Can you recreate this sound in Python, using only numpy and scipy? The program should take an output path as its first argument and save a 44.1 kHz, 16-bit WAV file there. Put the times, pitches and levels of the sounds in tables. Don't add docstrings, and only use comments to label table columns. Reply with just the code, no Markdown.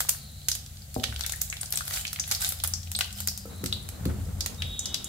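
import sys
import numpy as np
from scipy import signal
from scipy.fft import rfft, irfft, next_fast_len
from scipy.io import wavfile

SR = 44100
rng = np.random.default_rng(int(sys.argv[2]) if len(sys.argv) > 2 else 0)


def put_to_file(sound):
    columns = np.atleast_2d(sound).T
    safe = np.clip(columns, -1, 1)
    whole_steps = np.round(safe * 32767)
    wavfile.write(sys.argv[1], SR, whole_steps.astype(np.int16))


N = 224317
TIME = np.arange(N) / SR
TOP_HZ = 15700


def undb(db):
    return 10 ** (np.asarray(db) / 20)


def unit(x):
    return x / np.sqrt(np.mean(x ** 2))


def add(out, x, s):
    i = max(int(s * SR), 0)
    out[:, i:i + x.shape[1]] += x[:, :max(N - i, 0)]


def colour(x, points):
    hz, db = np.transpose(points)
    size = next_fast_len(x.shape[-1], True)
    f = np.fft.rfftfreq(size, 1 / SR)
    gain = undb(np.interp(np.log(f + 1), np.log(hz), db))
    return irfft(rfft(x, size) * gain, size)[..., :x.shape[-1]]


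def causal(gain):
    cepstrum = irfft(np.log(gain + 1e-6))
    half = len(cepstrum) // 2
    cepstrum[1:half] *= 2
    cepstrum[half + 1:] = 0
    return irfft(np.exp(rfft(cepstrum)))


def waver(width_hz):
    size = next_fast_len(N, True)
    f = np.fft.fftfreq(size, 1 / SR)
    noise = rng.standard_normal(size) + 1j * rng.standard_normal(size)
    z = np.fft.ifft(noise / (1 + (2 * f / width_hz) ** 2))[:N]
    return z / np.sqrt(np.mean(abs(z) ** 2))


def swell(peak_s, half_s):
    return 1 / (1 + ((TIME - peak_s) / half_s) ** 4)


def envelope(start, hold_s, rise_s, fall_s):
    rise = np.clip(1 + (TIME - start) / rise_s, 0, 1)
    return rise * np.exp(-np.maximum(TIME - start - hold_s, 0) / fall_s)


def gestures(rows, rise_s, fall_s):
    return np.sqrt(sum((undb(db) * envelope(s, hold_s, rise_s, fall_s)) ** 2 for s, hold_s, db in rows))


def hum(level_db=-42, side_db=-20, left_db=1.0, unsteady=0.56):
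    # [f/Hz, level/dB]
    hum_colour = [(20, -18), (36, -17.5), (55, -1), (82, 0), (105, -3.5), (150, -18.5), (200, -12.5),
                  (260, -25), (350, -37), (500, -31.5), (750, -31.5), (1000, -59), (2000, -50.5)]
    # [f/Hz, level against the rumble/dB, t of the swell's peak/s, half length of the swell/s]
    hum_tones = [(86.1, 1.5, 3.54, 1.27), (143.1, -9.5, 1.2, 5.7), (197.5, -7, 3.56, 0.87)]
    # [t of the peak/s,
    # half length/s, rise/dB]
    hum_swells = [(4.27, 0.2, 6.5), (4.665, .07, 7)]
    mid, side = unit(colour(rng.standard_normal((2, N)), hum_colour))
    for hz, db, peak_s, half_s in hum_tones:
        tone = (1 + unsteady * waver(11.0)) * np.exp(2j * np.pi * hz * TIME)
        mid = mid + undb(db) * swell(peak_s, half_s) * unit(tone.real)
    both = mid + undb(side_db) * side * np.array([[1], [-1]])
    rise_db = sum(db * swell(peak_s, half_s) for peak_s, half_s, db in hum_swells)
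    return unit(both) * undb(level_db + rise_db) * undb([[left_db], [-left_db]])


def stirring(start_s=1.0, end_s=2.6, rise_s=0.0905, settle_s=.6):
    return envelope(start_s, end_s - start_s, rise_s, settle_s)


def frying_gain(rest_db=-49, stir_db=-47, rise_s=0.039, fall_s=0.023):
    # [t/s, hold/s, level/dB]
    surge_rows = [(0, 0.013, -33.5), (1.75, 0.27, -40.5), (1.94, 0.037, -26.5), (2.29, 0.053, -34.5),
                  (2.425, 0.047, -27.5), (3.19, 0.031, -38)]
    surges = gestures(surge_rows, rise_s, fall_s)
    return np.sqrt(undb(rest_db) ** 2 + (undb(stir_db) * stirring()) ** 2 + surges ** 2)


def bowl(sputter=0, rupture_s=0.00058, sputter_s=0.0047, echo_s=0.00216, echo_db=-5,
         scatter_db=-15, scatter_s=0.018, likeness=0.22):
    t = np.arange(1024) / SR
    late = t - echo_s * rng.uniform(0.74, 1.645)
    rupture = np.exp(-(t / rupture_s - .5) ** 2) + sputter * np.exp(-t / sputter_s)
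    echo = undb(echo_db) * np.exp(-(late / rupture_s) ** 2)
    scatter = undb(scatter_db) * np.exp(-t / scatter_s)
    noise = rng.standard_normal((2, len(t))) + likeness * rng.standard_normal(len(t))
    return (rupture + echo + scatter) * noise


def fizz(rate=1100, spread_db=4.5, hiss_db=-7, ring_db=11, ring_octaves=0.061, count=20, calm_db=-43):
    # [f/Hz, level/dB]
    fizz_colour = [(250, -44), (500, -18), (740, 3), (950, -9.5), (1300, -3), (2500, -4.5), (3800, 0.5),
                   (5500, -2.5), (7400, 3), (9500, -1.5), (11500, 0.5), (15500, -4)]
    crackle, f = 0, np.fft.rfftfreq(512, 1 / SR) + 1
    for hz in np.geomspace(1200, 14500, count):
        chance, size = rng.random(N), np.minimum(rng.exponential(size=N), 4.5)
        bubbles = (chance < rate / count / SR) * undb(spread_db * size)
        ring = causal(.5 + undb(ring_db) / (1 + (np.log2(f / hz) / ring_octaves) ** 2))
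        grain = signal.fftconvolve(bowl(), ring[None], axes=1)
        crackle = crackle + signal.oaconvolve(bubbles[None], grain, axes=1)[:, :N]
    strength = frying_gain()
    grit = strength ** 2 / (strength ** 2 + undb(calm_db) ** 2)
    hiss = undb(hiss_db) * rng.standard_normal((2, N))
    mixed = (grit * unit(crackle) + hiss) / np.hypot(grit, undb(hiss_db))
    return unit(colour(mixed, fizz_colour)) * strength


def spits(rest_per_s=3, stirred_per_s=16, rest_db=-45, stirred_db=-36, spread_db=2,
          centre_hz=5500, spread_octaves=0.84, octaves=0.52, count=200):
    chance, scatter, stirred = rng.random((count, 2)), rng.standard_normal((count, 2)), stirring()
    slot_s, rows = N / SR / count, []
    for k, ((place, luck), (size, pitch)) in enumerate(zip(chance, np.clip(scatter, -2, 2))):
        s = (k + place) * slot_s
        stir = stirred[int(s * SR)]
        if luck < slot_s * (rest_per_s + stir * (stirred_per_s - rest_per_s)):
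            db = rest_db + stir * (stirred_db - rest_db) + spread_db * size
            rows.append((s, db, centre_hz * 2 ** (spread_octaves * pitch), octaves))
    return rows


def pops(crack_db=-27, skirt=1.31, low_hz=560, sputter_db=-3.5, wet_octaves=0.81, left_db=0.24, pan_spread_db=1):
    # [t/s, level over 5 ms/dB, centre f/Hz, half width/octaves]
    set_bursts = [(.0051, -20, 11000, 3.5), (0.088, -27, 11900, 3.6), (0.0919, -14.5, 13900, 1.88),
                  (0.4852, -17.5, 6200, 1.25), (0.5162, -21.5, 5300, .45), (0.5516, -28, 7750, 1.7),
                  (0.6624, -42, 4300, 1), (.8201, -45, 4600, .15), (0.9424, -35.5, 8900, 1.8),
                  (1.035, -31.5, 3430, 0.79), (1.039, -20.5, 3360, 0.73), (1.1937, -35, 7000, 5.5),
                  (1.2089, -26.5, 4040, 1), (1.2362, -29, 3610, 0.075), (1.2634, -25.5, 7640, 1.5),
                  (1.2957, -28.5, 4900, 1.2), (1.3218, -27, 6950, 1.5), (1.335, -33, 1880, 0.18),
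                  (1.416, -20.5, 12200, 1.36), (1.4998, -28.5, 7050, .22), (1.5262, -29, 2200, 0.35),
                  (1.6127, -26.5, 9240, 0.17), (1.6314, -32, 3460, 8.2), (1.724, -22, 11300, 2.85),
                  (1.737, -33, 2200, 3), (1.757, -25, 8060, 0.14), (1.7737, -23, 6850, 1.46),
                  (1.8072, -30, 1330, .25), (1.8793, -29.5, 8000, 4.3), (1.909, -31, 2200, 2),
                  (2.0513, -27.5, 2750, 0.4), (2.078, -31, 4800, 0.42), (2.1303, -27.5, 13100, 2.45),
                  (2.1971, -21.5, 6300, 0.23), (2.3131, -20, 4860, 1.4), (2.3206, -22, 4500, 1.6),
                  (2.349, -25, 4900, 0.49), (2.4191, -28, 7800, 0.94), (2.4464, -23.5, 4300, 0.79),
                  (2.4899, -22.5, 14000, 0.76), (2.5223, -28.5, 7000, 3.7), (2.6376, -19.5, 11000, 1.9),
                  (2.647, -30.5, 2000, 1.16), (2.6749, -24.5, 14000, 0.98), (2.737, -22.5, 5750, 0.26),
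                  (2.9164, -29, 9000, 1.7), (2.9505, -24.5, 4010, 0.27), (2.963, -27, 8500, .12),
                  (2.9894, -24, 9000, 3.3), (3.0088, -19, 2800, 0.84), (3.1272, -37, 7800, .8),
                  (3.2036, -28.5, 10300, 1.9), (3.274, -21, 10200, 1.64), (3.2843, -23.5, 5270, 0.19),
                  (3.3761, -32, 8440, 1.5), (3.6402, -30.5, 10000, 5), (3.66, -26.5, 5100, 1.1),
                  (3.726, -21.5, 3760, 0.22), (3.8892, -33.5, 8000, 2.7), (4.054, -33, 2970, 3),
                  (4.4066, -23.5, 5200, .57), (4.461, -24, 4200, 1.6), (4.6209, -25.5, 2920, 0.47),
                  (4.7925, -24, 6900, 0.27), (4.8568, -25.5, 5200, 0.44), (4.9438, -21.5, 4280, 0.63),
                  (5.044, -29.5, 7700, 0.48)]
    # [f/Hz, level/dB]
    bowl_colour = [(450, 5.5), (740, 9), (960, -2.5), (1300, 4), (1800, 0.5), (2700, -3), (3600, -1),
                   (7300, -0.5), (9600, -0.5), (11500, 0), (15000, 0)]
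    out, f = np.zeros((2, N)), np.fft.rfftfreq(1024, 1 / SR) + 1
    low_cut, top_cut = np.sqrt(1 + (low_hz / f) ** 5), 1 + (f / TOP_HZ) ** 20
    for s, db, hz, octaves in set_bursts + spits():
        cavity = (1 + (np.log2(f / hz) / octaves) ** 2 / skirt) ** -skirt
        ring = causal((cavity + undb(crack_db)) / low_cut / top_cut)
        wet = 1 / (1 + (octaves / wet_octaves) ** 2)
        pop = signal.fftconvolve(bowl(wet * undb(sputter_db)), ring[None], axes=1)
        pop = colour(pop, bowl_colour)
        pop *= np.sqrt(2 * .005 * SR / np.sum(pop ** 2))
        pan_db = left_db + pan_spread_db * rng.standard_normal()
        add(out, pop * undb(db + np.array([[pan_db], [-pan_db]])), s)
    return out


def steam(fade_s=0.0092):
    # [start t/s, end t/s, start f/Hz, end f/Hz, width/Hz, level/dB]
    jets = [(0.098, 0.298, 4540, 4040, 700, -53.5), (0.279, 0.484, 3940, 4250, 500, -56.5),
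            (3.14, 3.461, 5180, 4880, 700, -53.5), (3.494, 3.978, 3990, 4020, 400, -57.5),
            (4.6, 5.165, 3386, 3343, 1100, -53.5)]
    out = np.zeros((2, N))
    for start, end, start_hz, end_hz, width_hz, db in jets:
        phase = 2 * np.pi * np.cumsum(np.interp(TIME, [start, end], [start_hz, end_hz])) / SR
        gate = np.clip(np.minimum(TIME - start, end - TIME) / fade_s, 0, 1)
        out += undb(db) * gate * unit((waver(width_hz) * np.exp(1j * phase)).real)
    return out


def strike(blows, modes, rattle_db, rattle_s, rattle_hz, width):
    out, t = np.zeros((2, N)), np.arange(SR) / SR
    body = 0
    for k, (hz, mode_db, t60) in enumerate(modes):
        port_phase = width * hz / 1000 * rng.standard_normal((2, 1)) + np.pi * (k // 2)
        build_up = 1 - np.exp(-2 * np.pi * hz * t)
        body = body + build_up * undb(mode_db - 60 * t / t60) * np.sin(2 * np.pi * hz * t + port_phase)
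    rattle_band = signal.butter(5, [90, rattle_hz], "band", fs=SR, output="sos")
    for s, db, contact_ms, lowest_hz in blows:
        rattle = unit(signal.sosfilt(rattle_band, rng.standard_normal(SR)))
        ring = body + undb(rattle_db) * rattle * np.exp(-t / rattle_s)
        ring = signal.sosfilt(signal.butter(3, lowest_hz, "high", fs=SR, output="sos"), ring)
        push = np.hanning(int(contact_ms * SR / 1000) + 3)
        add(out, undb(db) * signal.fftconvolve(ring, push[None] / push.sum(), axes=1), s)
    return out


def wok_bumps():
    # [t/s, level/dB, rough contact time/ms, lowest f it shakes/Hz]
    bumps = [(.963, -20.5, 0.24, 127), (1.068, -27.5, 5, 55), (1.086, -32, 6.2, 55), (1.15, -26, 20.3, 55)]
    # [f/Hz, level/dB, time to fade by 60 dB/s]
    wok_modes = [(69.6, -2, 0.89), (107.5, -7, 0.39), (223, -16.5, 0.44), (251, -8, 0.17),
                 (368, -19, 0.072), (460, -7.5, .1), (495, -20, 0.21), (583, -18, .1), (637, 2, 0.028),
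                 (758, -19.5, 0.42), (1280, -28, 0.2)]
    return strike(bumps, wok_modes, rattle_db=-17.5, rattle_s=0.067, rattle_hz=690, width=1.0)


def slide(likeness=0.7, uneven_db=4, rise_s=0.15, fall_s=0.21):
    # [f/Hz, level/dB]
    slide_colour = [(100, -12.5), (200, 7), (370, -5), (520, -6), (750, -8.5), (1000, -12), (1330, -10.5),
                    (2000, -17.5), (5000, -31)]
    # [t/s, hold/s, level/dB]
    rubs = [(3.53, 0.36, -49.5), (4.06, 0.042, -43.5), (4.25, 0.29, -52), (4.6, 0.44, -49)]
    rub = rng.standard_normal((2, N)) + likeness * rng.standard_normal(N)
    uneven = undb(uneven_db * waver(27).real)
    return unit(colour(rub, slide_colour) * uneven) * gestures(rubs, rise_s, fall_s)


def counter_knocks():
    # [t/s, level/dB, rough contact time/ms, lowest f it shakes/Hz]
    knocks = [(3.454, -46.5, 1.5, 149), (3.634, -28.5, 1.12, 116), (4.003, -28.5, 5.7, 59.7),
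              (4.056, -23.5, 1.2, 55), (4.18, -34, 2.7, 55), (4.275, -29.5, 6.3, 55)]
    # [f/Hz, level/dB, time to fade by 60 dB/s]
    counter_modes = [(74.6, -1.5, 0.72), (110.4, -4, 1), (140.3, -12, 0.88), (171, 0.5, 0.12),
                     (209.8, -8, 0.5), (267, -2, 0.19), (331, -0.5, 0.077), (366, -11, 0.47),
                     (449, -18, 0.071), (506, -6.5, 0.094), (1306, -1, 0.17)]
    return strike(knocks, counter_modes, rattle_db=-7.5, rattle_s=0.015, rattle_hz=474, width=1.8)


def ladle_taps():
    # [t/s, level/dB, rough contact time/ms, lowest f it shakes/Hz]
    taps = [(3.454, -40.5, 0.41, 246), (4.264, -47.5, 0.45, 250), (4.495, -49.5, 0.55, 250)]
    # [f/Hz, level/dB, time to fade by 60 dB/s]
    ladle_modes = [(466, 0.5, 0.16), (506.5, -0.5, 0.11), (723, -11, 0.094), (1320, -5, 0.1)]
    return strike(taps, ladle_modes, rattle_db=-16, rattle_s=0.014, rattle_hz=900, width=0.98)


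def whistle(start_s=4.59, start_hz=3760, sag_hz_per_s=80, flutter=0.62, wobble_hz=15, rise_s=0.018, fall_s=0.083):
    # [multiple of the pitch, level/dB, t when it sets in/s]
    whistle_tones = [(1, 0, 4.57), (.9, -9, 4.62), (.8, -11, 4.83)]
    # [t/s, hold/s, level/dB]
    spurts = [(4.595, 0.17, -42.5), (4.85, 0.097, -43.5), (5.06, .04, -45)]
    hz = start_hz - sag_hz_per_s * (TIME - start_s)
    phase = 2 * np.pi * np.cumsum(hz + wobble_hz * waver(58.4).real) / SR
    tones = 0
    for multiple, tone_db, onset_s in whistle_tones:
        onset = np.clip((TIME - onset_s) / .02, 0, 1)
        tremble = 1 + flutter * waver(130).real
        tones = tones + onset * undb(tone_db) * unit(tremble * np.sin(multiple * phase))
    return tones * gestures(spurts, rise_s, fall_s)


def kitchen(x, first_s=0.0014):
    # [centre f/Hz, time to fade by 60 dB/s, level/dB]
    echo_bands = [(146, 0.94, -15), (460, 0.42, -5.5), (1370, 0.63, -11), (3500, 0.4, -5),
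                  (7550, 0.27, -4.5), (12100, 0.27, -6.5)]
    t = np.arange(SR // 2) / SR
    f = np.fft.rfftfreq(len(t), 1 / SR) + 1
    noise = rfft(rng.standard_normal((2, len(t))))
    centres = np.log([row[0] for row in echo_bands])
    response = 0
    for share, (_, t60, db) in zip(np.eye(len(echo_bands)), echo_bands):
        decay = (t > first_s) * undb(-60 * t / t60)
        band = irfft(noise * np.interp(np.log(f), centres, share), len(t))
        response = response + undb(db) * band * decay / np.sqrt(np.sum(decay ** 2))
    return signal.fftconvolve(x, response, axes=1)[:, :N]


def scene(fizz_db=-2.0, ladle_left_db=0.5, ladle_room_db=-4):
    frying = undb(fizz_db) * fizz() + pops() + steam() + whistle()
    ladle = wok_bumps() + slide() + counter_knocks() + ladle_taps()
    ladle = ladle * undb([[ladle_left_db], [-ladle_left_db]])
    echo = kitchen(frying + undb(ladle_room_db) * ladle)
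    return hum() + frying + ladle + echo


def record(dry):
    return signal.sosfilt(signal.ellip(10, .2, 80, TOP_HZ, fs=SR, output="sos"), dry)


dry = scene()
out = record(dry)
put_to_file(out)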